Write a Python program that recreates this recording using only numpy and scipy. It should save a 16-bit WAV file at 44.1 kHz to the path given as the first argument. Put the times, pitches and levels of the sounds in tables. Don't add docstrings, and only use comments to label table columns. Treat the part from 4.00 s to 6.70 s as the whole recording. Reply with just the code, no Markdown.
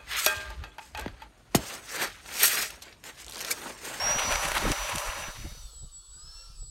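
import sys
import numpy as np
from scipy import signal
from scipy.fft import rfft, irfft
from scipy.io import wavfile
from scipy.ndimage import uniform_filter1d

SR = 44100
rng = np.random.default_rng(int(sys.argv[2]) if len(sys.argv) > 2 else 0)


def inscribe(sig):
    pcm = np.round(np.clip(np.atleast_2d(sig).T, -1, 1) * 32767)
    wavfile.write(sys.argv[1], SR, pcm.astype(np.int16))


def boost_factor(decibels):
    exponent = np.asarray(decibels, float) / 20
    return 10 ** exponent


N = 119070
T = np.arange(N) / SR

# [t/s, level/dB]
PROP_LEVEL = [(0.0, -45.5), (0.36, -41.5), (0.61, -41.5), (0.89, -43), (1.62, -56.5), (1.79, -63.5),
              (2.04, -69), (2.35, -59), (2.53, -62.5), (2.7, -73.5)]


def rms_one(x):
    return x / np.sqrt(np.mean(x ** 2) + 1e-20)


def in_time(rows):
    seconds, *columns = np.transpose(rows)
    return [np.interp(T, seconds, column) for column in columns]


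def drift(rate_hz):
    r = np.exp(-80 * np.pi * rate_hz / SR)
    slow = signal.lfilter([1], [1, -2 * r, r * r], rng.standard_normal(N // 40 + 2002))
    slow = rms_one(slow[2000:])
    return np.interp(np.arange(N) / 40, np.arange(len(slow)), slow)


def resonate(x, hz, width_hz):
    r = np.exp(-np.pi * width_hz / SR)
    poles = [1, -2 * r * np.cos(2 * np.pi * hz / SR), r * r]
    return signal.lfilter(np.array([1, 0, -1]) * (1 - r * r) / 2, poles, x)


def butter(x, order, hz, kind):
    return signal.sosfilt(signal.butter(order, hz, kind, fs=SR, output="sos"), x)


def colour(x, spectrum, patchy_db):
    spectrum_hz, spectrum_db = np.transpose(spectrum)
    edges = 140 * 2 ** np.arange(0, 7.2, 1 / 3)
    out = 0
    for k, (low, high) in enumerate(zip(edges, edges[1:])):
        middle = np.log(low * high) / 2
        level_db = np.interp(middle, np.log(spectrum_hz), spectrum_db)
        band = butter(x[k % 2], 2, [low, high], "band")
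        out = out + boost_factor(level_db + patchy_db * drift(8.2)) * band
    return rms_one(out)


def grit(per_s, spread_db):
    size = boost_factor(spread_db * np.minimum(rng.exponential(1, (2, N)), 4.0))
    size = size * rng.choice([-1, 1], (2, N))
    return rms_one(size * (rng.random((2, N)) < per_s / SR))


def tone(hz):
    return np.sqrt(2) * np.sin(2 * np.pi * np.cumsum(hz) / SR)


def motor_pitch_and_level():
    # [t/s, f/Hz, level/dB]
    whine = [(0, 5485, -36), (.04, 5615, -28.5), (.1, 5742, -28.5), (.2, 5848, -32), (.33, 5895, -37),
             (.62, 5900, -46), (1.05, 5896, -44.5), (1.33, 5925, -50), (1.61, 5936, -57), (1.72, 5390, -69),
             (1.85, 4800, -70), (1.99, 4455, -65), (2.075, 4350, -69), (2.2, 4975, -58), (2.3, 5305, -46),
             (2.44, 5485, -53), (2.56, 5360, -62), (2.7, 4870, -64)]
    hz, db = in_time(whine)
    return uniform_filter1d(hz, size=2200), db


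def motor_whine(hz, db):
    flutter_db = 2.0 * drift(7.1) + 1.26 * drift(135)
    return boost_factor(db + flutter_db) * tone(hz + 4.0 * drift(17.7))


def drive_train(whine_hz):
    # [multiple of whine, blur/Hz]
    orders = [(.099, 14), (.075, 20), (.247, 16), (.31, 35), (.5, 10), (.632, 8), (.79, 90), (.89, 55),
              (1.09, 12)]
    # [rolling/dB, climbing/dB, throttled back/dB, banked/dB, leaving/dB]
    order_db = [(-51, -74, -90, -74, -89), (-78, -83, -85, -83, -80), (-48, -77, -75, -66.5, -72),
                (-74, -113, -68.5, -77, -98), (-86, -94, -100, -66.5, -88), (-51, -63.5, -85.5, -84, -80),
                (-105, -61.5, -74, -57.5, -93), (-69, -80, -88, -79, -57.5), (-85, -93, -95, -68, -79)]
    stages = [.6, 1.7, 2.05, 2.4, 2.65]
    spool_up_db, spool_up_s = -12, 0.45
    clean_below_hz = 20
    prop_db, = in_time(PROP_LEVEL)
    sway_db = 0.4 * (prop_db - uniform_filter1d(prop_db, size=30000))
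    spool_db = spool_up_db * np.clip(1 - T / spool_up_s, 0, 1)
    out = 0
    for (share, blur_hz), stage_db in zip(orders, order_db):
        level_db = np.interp(T, stages, stage_db) + sway_db + spool_db
        firm = clean_below_hz / blur_hz
        rough = (firm + drift(blur_hz * 2)) / np.hypot(1, firm)
        out = out + boost_factor(level_db + drift(5)) * rough * tone(share * whine_hz + 6 * drift(30))
    return out


def speed_controller(whine_hz):
    # [start t/s, length/s, level/dB]
    swells = [
        (1.62, 0.063, -57),
        (1.687, 0.21, -50.5),
        (1.916, 0.11, -48),
        (1.999, 0.33, -53),
        (2.31, 0.18, -56),
        (2.555, 0.19, -49.5),
    ]
    # [t/s, level/dB]
    beat = [(1.75, -100), (1.92, -77), (2.08, -69), (2.2, -99), (2.5, -83), (2.6, -80), (2.67, -91),
            (2.7, -95)]
    switch_hz = 7828
    steady_hz = np.full(N, float(switch_hz))
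    swell = 0
    for start, length, level_db in swells:
        phase = np.clip((T - start + 0.0089) / (length + 0.01), 0, 1)
        swell = swell + boost_factor(level_db + 2.0) * np.sin(np.pi * phase).clip(0)
    whistle = swell * boost_factor(1.3 * drift(17)) * tone(steady_hz + 8 * drift(6.5))
    sides = 0
    for way, db in ((1.0, -1), (-1.6, -3)):
        sides = sides + boost_factor(2.1 * drift(12) + db) * tone(steady_hz + way * 0.065 * whine_hz)
    sides = boost_factor(-18) * uniform_filter1d(swell, size=6000) * sides
    beat_db, = in_time(beat)
    difference = boost_factor(beat_db + 3 * drift(50)) * tone(steady_hz - whine_hz + 20 * drift(60))
    hiss = resonate(rng.standard_normal(N), 2 * switch_hz, 1000)
    hiss = boost_factor(-78) * rms_one(resonate(hiss, 2 * switch_hz, 1000))
    return whistle + sides + difference + hiss


def motor():
    hz, db = motor_pitch_and_level()
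    return motor_whine(hz, db) + drive_train(hz) + speed_controller(hz)


def propeller():
    # [f/Hz, level/dB per Hz]
    rush_colour = [(300, -23.5), (1330, -3.5), (2300, -35.5), (3300, -5.5), (4300, -7), (6500, -8.5),
                   (9000, -13), (13000, -20)]
    # [f/Hz, width/Hz, level/dB]
    cowl_modes = [(4370, 300, -7), (1370, 140, -17)]
    white = rng.standard_normal((2, N))
    cowl = 0
    for hz, width_hz, db in cowl_modes:
        cowl = cowl + boost_factor(db) * rms_one(resonate(resonate(white[0], hz, width_hz), hz, width_hz))
    cowl_shown_s = 1.43
    cowl = cowl * boost_factor(-26 * np.clip((cowl_shown_s - T) / 0.22, 0, 1))
    tips = rms_one(butter(rng.standard_normal(N), 2, [9000, 15000], "band"))
    tips_gone_s = 1.83
    tips = boost_factor(-5) * np.clip((tips_gone_s - T) / 0.1, 0, 1) * tips
    rush_db, = in_time(PROP_LEVEL)
    return boost_factor(rush_db + 2) * (colour(white, rush_colour, patchy_db=0.7) + cowl + tips)


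def rolling():
    # [t/s, level/dB]
    roll_level = [
        (0.0, -34.5),
        (0.31, -33),
        (1.062, -37),
        (1.208, -38.5),
        (1.34, -43.5),
        (1.75, -56),
    ]
    # [f/Hz, level/dB per Hz]
    roll_colour = [(300, -47), (560, -4), (1100, 3), (2500, -3), (4500, -14.5), (7000, -19), (11500, -17.5),
                   (15500, -24)]
    # [f/Hz, width/Hz, level/dB]
    body_modes = [(603, 53, -11), (831, 40, -8.5), (1027, 260, -11.5), (1390, 75, -11), (1860, 53, -38),
                  (2278, 93, -14)]
    clicks = grit(9000, 2.4)
    body = 0
    for k, (hz, width_hz, db) in enumerate(body_modes):
        body = body + (-1) ** k * boost_factor(db) * rms_one(resonate(clicks[k % 2], hz, width_hz))
    body = body + boost_factor(-4) * np.exp(-T / 0.27) * rms_one(resonate(clicks[1], 740, 73))
    level_db, = in_time(roll_level)
    level = boost_factor(level_db - 1 + 0.66 * drift(26)) * np.clip((roll_level[-1][0] - T) / 0.33, 0, 1)
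    roll = level * (colour(clicks, roll_colour, patchy_db=2.2) + body)
    thin = butter(roll, 4, 1700, "high")
    lift_s, lift_fade_s = 1.35, 0.11
    on_ground = np.clip((lift_s - T) / lift_fade_s + 0.5, 0.12, 1)
    return thin + (roll - thin) * on_ground


def joints():
    # [centre t/s, rms level/dB, half length/s, brightness/dB]
    bumps = [(0.047, -38.5, 0.017, -7), (0.109, -32.5, 0.019, -8), (0.193, -27, 0.013, -8.5),
             (0.234, -30, 0.022, -19), (0.326, -27.5, 0.026, -8.5), (0.358, -27, 0.0039, -22),
             (0.439, -30.5, 0.025, -6), (0.455, -32.5, 0.0058, -11), (0.485, -29, 0.006, -2.5),
             (0.519, -23.5, 0.0024, -6.5), (.55, -28, 0.0068, -8), (0.571, -24.5, 0.013, -10),
             (0.688, -32, 0.024, -8), (0.722, -27.5, 0.0076, -5), (0.896, -32, 0.0095, -4.5),
             (0.926, -36, 0.012, -20), (0.957, -39.5, 0.0047, 5.5), (0.996, -36, 0.02, -1.5),
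             (1.071, -42.5, 0.048, 0), (1.21, -44, 0.023, 0.5), (1.182, -45.5, 0.0082, 1),
             (1.363, -43.5, 0.013, -22)]
    rattle = grit(6000, 2.8)[0]
    low = rms_one(butter(rattle, 2, [500, 3500], "band"))
    high = rms_one(butter(rattle, 2, [3200, 11500], "band"))
    out = 0
    for s, db, half, bright_db in bumps:
        burst = boost_factor(db) * np.exp(-((T - s) / max(half, 0.002)) ** 2)
        out = out + burst * (low + boost_factor(bright_db) * high)
    return out


def stones():
    # [t/s, peak level/dB]
    stone_snaps = [(0.188, -32), (0.1979, -17.5), (.3238, -10), (0.3571, -14.5), (0.4382, -22),
                   (.451, -16.5), (.5695, -32), (0.58, -11.5), (0.7177, -11.5), (.736, -39), (.893, -36),
                   (0.9586, -12.5), (0.983, -14.5), (1.341, -43), (1.361, -46)]
    t60_s = 0.008
    level = 0
    for s, db in stone_snaps:
        level = level + boost_factor(db - 10 - 60 * np.maximum(T - s, 0) / t60_s) * (T >= s)
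    return 2 * butter(level * rng.standard_normal(N), 2, [1500, 9500], "band")


def wind():
    # [centre t/s, level/dB, half length/s]
    puffs = [(0.022, -48, 0.091), (0.075, -37.5, 0.05), (0.158, -32.5, 0.013), (0.276, -34, 0.055),
             (0.355, -38, 0.029), (0.462, -37, 0.034), (0.537, -37.5, 0.015), (0.595, -34, 0.016),
             (0.644, -29.5, 0.02), (0.678, -27.5, 0.011), (0.713, -30.5, .014), (0.815, -46.5, 0.042),
             (0.91, -46, 0.022), (0.955, -34.5, 0.016), (1.088, -45.5, 0.029), (1.201, -39, 0.043),
             (1.289, -35.5, 0.013), (1.402, -38.5, 0.031), (1.459, -36, 0.026), (1.524, -39.5, 0.014),
             (1.58, -46, 0.0085), (1.635, -47.5, 0.032), (1.77, -53, 0.016), (1.839, -39.5, 0.021),
             (1.975, -65, 0.055), (2.171, -45.5, 0.018), (2.258, -49.5, 0.027), (2.338, -71, 0.018),
             (2.499, -49, 0.017), (2.626, -52, 0.096), (2.7, -51, 0.04)]
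    # [top f/Hz, level/dB, growth with strength]
    wind_layers = [(52, 1, 0.29), (137.7, -6, 0.8), (327, -20.5, 2.18), (850, -27, 2.1)]
    # [centre t/s, peak level/dB, f/Hz, half length/s]
    flaps = [(0.628, -32, 396, .005), (.655, -23.5, 490, 0.0032), (0.677, -24.5, 37.7, 0.04),
             (0.663, -30, 1280, 0.0068), (.82, -33, 40, 0.028), (0.941, -35, 90, 0.0094),
             (0.703, -24, 327, 0.004), (1.093, -30, 43, 0.0052), (1.45, -31.5, 42, .012),
             (1.829, -38.5, 60.5, 0.017), (2.614, -37, 35.6, 0.039)]
    power = boost_factor(2 * -68)
    for s, db, half in puffs:
        power = power + boost_factor(2 * db) * np.exp(-((T - s) / max(half, 0.005)) ** 2 * 1.3)
    strength_db = 10 * np.log10(power)
    out = 0
    for hz, layer_db, growth in wind_layers:
        layer = butter(rng.standard_normal(N + SR), 4, [hz / 3, hz], "band")[SR:]
        local_power = uniform_filter1d(layer ** 2, size=int(3 * SR / hz))
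        layer = layer / np.sqrt(local_power + 0.4 * np.mean(layer ** 2))
        level_db = -47.5 + growth * (strength_db + 44.5) + layer_db + 4.5 * drift(hz / 6)
        out = out + boost_factor(level_db) * rms_one(layer)
    for s, db, hz, half in flaps:
        out = out + boost_factor(db) * np.exp(-((T - s) / half) ** 2) * np.cos(2 * np.pi * hz * (T - s))
    return out


def knocks():
    # [t/s, peak level/dB]
    taps = [
        (1.517, -54),
        (1.549, -49.5),
        (1.732, -55),
        (2.627, -53),
    ]
    # [f/Hz, level/dB, t60/s]
    housing = [(480, -3, .045), (720, -9, .03)]
    clicks = np.zeros(N) + 1e-18
    for s, db in taps:
        clicks[int(s * SR)] = boost_factor(db + 3.0)
    out = 0
    for hz, db, t60_s in housing:
        r = boost_factor(-60 / (t60_s * SR))
        w = 2 * np.pi * hz / SR
        out = out + boost_factor(db) * signal.lfilter([0, np.sin(w)], [1, -2 * r * np.cos(w), r * r], clicks)
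    return out


def distant_field():
    # [f/Hz, level/dB per Hz]
    field_colour = [(150, -52), (400, -15), (1340, -52), (2500, -50), (4390, -5.5), (5800, -25),
                    (9000, -12), (13500, -36)]
    return boost_factor(-63) * colour(rng.standard_normal((2, N)), field_colour, patchy_db=0.4)


def scene():
    wheels = rolling() + joints() + stones()
    mix = motor() + propeller() + wheels + wind() + knocks() + distant_field()
    return mix[None, :]


def band_limit(x):
    return signal.sosfilt(signal.butter(12, 15725, fs=SR, output="sos"), x)


def record(dry):
    # [f/Hz, level/dB]
    mic_response = [(9300, -0.5), (10000, -5.5), (10900, 0), (12000, -2.5), (12700, -10), (15500, -3.5)]
    hz, db = np.transpose(mic_response)
    gain = boost_factor(np.interp(np.fft.rfftfreq(N, 1 / SR), hz, db))
    mix = irfft(rfft(dry) * gain, N)
    return band_limit(mix)


dry = scene()
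out = record(dry)
inscribe(out)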